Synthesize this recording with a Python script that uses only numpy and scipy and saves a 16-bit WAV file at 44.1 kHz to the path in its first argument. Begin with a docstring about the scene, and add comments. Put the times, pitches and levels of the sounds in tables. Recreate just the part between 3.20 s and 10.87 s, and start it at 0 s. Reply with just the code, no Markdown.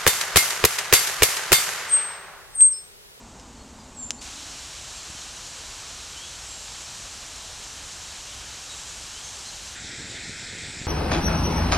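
"""Damp logs hiss on a campfire in woodland: steam noise heard from a few steps away, then right
over the wood, then low before a blaze, whose flames add a low roar; a few puffs thump softly.
A distant rumble and a drone are shaped noise, birds are gliding sine whistles with echoes from
the trees, and wood snaps twice as a burst of decaying modes. Both channels are the same."""
import sys
import numpy as np
from scipy import signal
from scipy.fft import rfft, irfft
from scipy.io import wavfile
from scipy.ndimage import uniform_filter1d

SR = 44100
rng = np.random.default_rng(int(sys.argv[2]) if len(sys.argv) > 2 else 0)


def wrap_up_sound(samples):
    """Save the sound to the file named by the first command line argument, as 16-bit audio."""
    columns = np.atleast_2d(samples).T
    # keep every value between -1 and 1, then stretch to whole-number steps
    tamed = np.clip(columns, -1, 1)
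    steps = np.round(tamed * 32767).astype(np.int16)
    wavfile.write(sys.argv[1], SR, steps)


N = 338209
TIME = np.arange(N) / SR  # s


def amp(db):
    """Decibels to gain."""
    return 10 ** (np.asarray(db) / 20)


def unit(x):
    """Scales to rms 1."""
    return x / np.sqrt(np.mean(x ** 2) + 1e-20)


def read(points, hz):
    """Interpolates a (frequency, value) table on a log-frequency axis."""
    f, value = np.transpose(points)
    return np.interp(np.log(hz + 1), np.log(f + 1), value)


def add(mix, start_s, sound):
    """Mixes a sound in, in place, from start_s."""
    part = mix[max(round(start_s * SR), 0):][:len(sound)]
    part += sound[:len(part)]


def colour(x, spectrum):
    """Filters x by a spectrum table, then scales to rms 1."""
    hz = np.fft.rfftfreq(N, 1 / SR)
    return unit(irfft(rfft(x) * amp(read(spectrum, hz)), N))


def band(x, low_hz, high_hz, order):
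    """Causal Butterworth band-pass."""
    sos = signal.butter(order, [low_hz, high_hz], "bandpass", fs=SR, output="sos")
    return signal.sosfilt(sos, x)


def wander(rate_hz):
    """Noise of rms 1 through a Gaussian low-pass, 1/e in amplitude at rate_hz."""
    hz = np.fft.rfftfreq(N, 1 / SR)
    return unit(irfft(rfft(rng.standard_normal(N)) * np.exp(-(hz / rate_hz) ** 2), N))


def after(centre_s, fade_s):
    """Linear rise from 0 to 1, centred on centre_s."""
    return np.clip((TIME - centre_s) / fade_s + .5, 0, 1)


def swell(peak_s, rise_s, fall_s):
    """Smooth hump of height 1 with separate rise and fall."""
    width_s = np.where(TIME < peak_s, rise_s, fall_s)
    return np.exp(-((TIME - peak_s) / width_s) ** 2)


def steam(spectrum, patchy_db, sputter_db, sputter_hz):
    """Many small jets leave the end grain: each wavers in its own band, and all sputter together."""
    hz, _, z = signal.stft(rng.standard_normal(N), SR, nperseg=512, noverlap=384)
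    patches = uniform_filter1d(rng.standard_normal(z.shape), size=12, axis=0)  # across frequency
    patches = unit(uniform_filter1d(patches, size=24, axis=1))  # across time
    jets = signal.istft(z * amp(patchy_db * patches), SR, nperseg=512, noverlap=384)[1][:N]
    return colour(jets * amp(sputter_db * wander(sputter_hz)), spectrum)


def ground_bounce(x, delay_ms, share):
    """A microphone just above the soil hears the sound twice, which cuts evenly spaced dips."""
    hz = np.fft.rfftfreq(N, 1 / SR)
    lag_s = delay_ms / 1000
    return unit(irfft(rfft(x) * (1 + share * np.exp(-2j * np.pi * hz * lag_s)), N))


def hiss(away_db=-47.5, close_db=-39, blaze_db=-37.5):
    """Steam jets blow steadily, from three places in turn; a crack vents in spurts of its own."""
    # steam spectra by place: (frequency [Hz], relative density [dB])
    away_spectrum = [(150, -5), (330, -4), (600, -4.5), (900, -1.5), (1300, -8.5), (2000, -13.5),
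                     (4000, -13.5), (5000, -14.5), (7200, -9.5), (8200, -13.5), (9400, -23), (14000, -37),
                     (15000, -43)]
    close_spectrum = [(150, -19.5), (450, -7.5), (800, -3.5), (1650, -4), (2000, -6.5), (3150, -1.5),
                      (3600, -3), (4050, -.5), (4900, -3), (5600, -0.5), (7400, -0.5), (10000, -13.5),
                      (14000, -28), (15200, -41)]
    blaze_spectrum = [(350, -13.5), (850, -5), (1130, -12.5), (1450, -2), (2100, 0.5), (2500, 1),
                      (2850, -6.5), (3600, -1), (4500, -1.5), (6000, -5), (8100, -1), (8800, -15),
                      (10000, -20.5), (15000, -45)]
    # sharp tone of the venting crack: (frequency [Hz], relative density [dB])
    spurt_spectrum = [(2000, -30), (4500, -9), (5900, -3), (7500, -2), (10000, -18.5), (15000, -47)]
    # spurts: (peak time [s], level [dB])
    spurts = [(3.72, -47), (5.72, -46), (6.25, -46.5)]
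    away = amp(away_db) * steam(away_spectrum, patchy_db=-0.1, sputter_db=0.0, sputter_hz=20)
    close = amp(close_db) * steam(close_spectrum, patchy_db=0.37, sputter_db=0.22, sputter_hz=40)
    venting = sum(amp(db) * swell(peak_s, rise_s=0.23, fall_s=.27) for peak_s, db in spurts)
    close += venting * steam(spurt_spectrum, patchy_db=1.5, sputter_db=1.5, sputter_hz=30)
    blaze = steam(blaze_spectrum, patchy_db=1.3, sputter_db=0.16, sputter_hz=60)
    blaze = amp(blaze_db) * ground_bounce(blaze, delay_ms=.545, share=0.2)
    # near: place 2 onward; low: place 3
    near, low = after(1.011, fade_s=0.0073), after(6.555, fade_s=0.0054)
    return away * (1 - near) + close * (near - low) + blaze * low


def distance(rumble_db=-50.5, spread_hz=44):
    """A steady low rumble, and a drone smeared into a narrow band of noise by its long way."""
    # rumble: (frequency [Hz], relative density [dB])
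    rumble_spectrum = [(12, -30), (25, -7.5), (42, -4), (62, 1), (85, -6), (120, -9), (200, -15.5),
                       (320, -16.5), (600, -30.5), (3000, -87)]
    # drone: (peak time [s], rise [s], fall [s], pitch [Hz], level [dB])
    drone_swells = [(.9, 1.0, 0.12, 235.5, -49.5), (1.22, 0.34, 0.21, 282, -55.5)]
    out = amp(rumble_db) * colour(rng.standard_normal(N), rumble_spectrum)
    for peak_s, rise_s, fall_s, hz, db in drone_swells:
        phase = 2 * np.pi * hz * TIME
        drone = unit(wander(spread_hz) * np.cos(phase) + wander(spread_hz) * np.sin(phase))
        out += amp(db) * swell(peak_s, rise_s, fall_s) * drone
    return out


def whistle(length_s, final_hz, glide, settle_s, waver=0.0017):
    """A sine that swells, then dies down, its pitch relaxing from (1 + glide) times final_hz."""
    peak_share, fade_db = .34, -19  # loudest point as a share of length; fade from there to the end
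    t = np.arange(0, length_s, 1 / SR)
    u = t / length_s
    hz = final_hz * (1 + glide * np.exp(-t / settle_s)) * (1 + waver * wander(90)[:len(t)])
    attack = np.minimum(u / peak_share, 1)
    release = np.maximum(u - peak_share, 0) / (1 - peak_share)
    loudness = attack * amp(fade_db * release) * np.minimum(10 * (1 - u), 1)
    return np.sqrt(2) * loudness * np.sin(2 * np.pi * np.cumsum(hz) / SR)


def trees(x):
    """Trunks scatter sound into sparse echoes, the highest treble dying first."""
    # ring of the trees: (frequency [Hz], t60 [s])
    woods_t60 = [(300, .5), (3000, 0.59), (8000, 0.9), (15000, 0.14)]
    echoes_per_s = 900
    taps = rng.standard_normal(SR) * (rng.random(SR) < echoes_per_s / SR)
    hz, t, z = signal.stft(taps, SR, nperseg=256)
    decay = amp(-60 * t / read(woods_t60, hz)[:, None])
    tail = signal.istft(z * decay, SR, nperseg=256)[1]
    return signal.fftconvolve(x, tail / np.linalg.norm(tail))[:N]


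def birds(flutter_db=2.0, echo_db=-8):
    """Three birds repeat their own whistle shapes among scattered song; the trees answer."""
    # thin, high calls dropping onto pitch: (start [s], final pitch [Hz], level before flutter [dB])
    thin_calls = [(.742, 7120, -37.5), (1.68, 7300, -48), (3.24, 7310, -42), (4.73, 7280, -54),
                  (5.49, 7260, -51)]
    # lower calls sliding upward: (start [s], final pitch [Hz], level before flutter [dB])
    rising_calls = [(2.935, 3600, -43), (5.05, 3400, -51), (5.89, 3470, -48)]
    # pips on one note: (start [s], level before flutter [dB])
    pips = [(1.06, -52), (5.28, -49), (5.483, -40.5), (5.575, -51)]
    # song: (start [s], length [s], final pitch [Hz], start above it [share], level before flutter [dB])
    song = [(.175, .08, 4900, .34, -54), (.33, .19, 4300, .08, -59), (.58, .075, 4820, 0.071, -56),
            (.73, .22, 4480, -.09, -62), (.97, 0.077, 4650, -.18, -51), (6.005, 0.17, 6350, .02, -46),
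            (6.24, .09, 4170, -0.076, -45), (6.455, .09, 6270, -0.0076, -47)]
    out = np.zeros(N)
    for start_s, hz, db in thin_calls:
        add(out, start_s, amp(db) * whistle(0.25, hz, glide=.16, settle_s=.045))
    for start_s, hz, db in rising_calls:
        add(out, start_s, amp(db) * whistle(0.24, hz, glide=-.24, settle_s=.1))
    for start_s, db in pips:
        add(out, start_s, amp(db) * whistle(.1, 3810, glide=0, settle_s=.1))
    for start_s, length_s, hz, glide, db in song:
        add(out, start_s, amp(db) * whistle(length_s, hz, glide, settle_s=.19 * length_s))
    out = out * amp(flutter_db * wander(45))  # loudness trembles on the way through the twigs
    return out + amp(echo_db) * trees(out)


def snaps(ring_db=-56, ring_t60_s=.05):
    """Wood splits: a short ring of its modes, thrown back by things close by."""
    # modes: (frequency [Hz], width [Hz], level before width weighting and filtering [dB])
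    modes = [(3020, 600, 5.5), (3730, 900, -4), (6000, 1500, 10), (7700, 1300, -3), (10600, 960, -16)]
    # snaps: (start [s], crack peak [dB])
    snap_times = [(.1985, -28.5), (0.9066, -5)]
    # echoes off nearby wood and ground: (delay [s], level before filtering [dB])
    near_echoes = [(.0024, -23), (.0036, -18), (.0039, -15), (.0068, -23), (.0119, -19)]
    t = np.arange(4096) / SR
    crack = np.zeros(len(t))
    for hz, width_hz, db in modes:
        decay = np.exp(-np.pi * width_hz * t)
        crack += amp(db) * width_hz * decay * np.cos(2 * np.pi * hz * t)
    # the fibres take a moment to let go, and a small splinter radiates little bass
    crack = band(crack, low_hz=550, high_hz=8250, order=3)
    crack = crack / abs(crack).max()
    paths = amp(ring_db - 60 * t / ring_t60_s) * rng.standard_normal(len(t))
    for delay_s, db in near_echoes:
        add(paths, delay_s, amp([db]))
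    # twigs and leaves throw back only the short waves
    echoes = signal.fftconvolve(crack, paths)[:len(t)]
    echoes = band(echoes, low_hz=3500, high_hz=10000, order=1)
    out = np.zeros(N)
    for start_s, db in snap_times:
        add(out, start_s, amp(db) * (crack + echoes))
    return out


def puff(width_s):
    """A pocket of gas burns: one swing of the air pressure, centred in 40 ms, peak 1."""
    u = np.arange(-.02, .02, 1 / SR) / width_s
    push = u / (1 + u ** 2) ** 2
    return push / push.max()


def flames(puffs_per_s=220, roar_db=-46, puff_width_s=0.0015):
    """Small random puffs and noise merge into the roar of the blaze; large puffs stand out."""
    # roar: (frequency [Hz], relative density [dB])
    roar_spectrum = [(30, -24), (70, 0), (130, -0.5), (260, -3), (450, -7.5), (700, -17.5), (1100, -51),
                     (4000, -80)]
    # large puffs of gas catching fire: (centre time [s], peak [dB])
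    large_puffs = [(1.902, -38), (1.952, -39), (6.648, -36), (6.801, -34.5), (7.096, -30.5), (7.486, -35),
                   (7.571, -36), (7.617, -31)]
    small = rng.standard_normal(N) * (rng.random(N) < puffs_per_s / SR)
    noise = rng.standard_normal(N)
    roar = unit(colour(small, roar_spectrum) + 0.65 * colour(noise, roar_spectrum))
    out = amp(roar_db) * roar * after(6.59, fade_s=0.19)
    shape = puff(puff_width_s)
    for centre_s, db in large_puffs:
        add(out, centre_s - len(shape) / 2 / SR, amp(db) * shape)
    return out


def scene():
    """One microphone feeds both channels."""
    mono = hiss() + distance() + birds() + snaps() + flames()
    return np.array([mono, mono])


def record(dry):
    """Ends the sound's treble at about 15 kHz: a linear-phase low-pass."""
    edge_hz = 15150
    lowpass = signal.firwin(511, edge_hz, window=("kaiser", 9), fs=SR)
    return signal.oaconvolve(dry, lowpass[None], "same", axes=1)


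dry = scene()
out = record(dry)
wrap_up_sound(out)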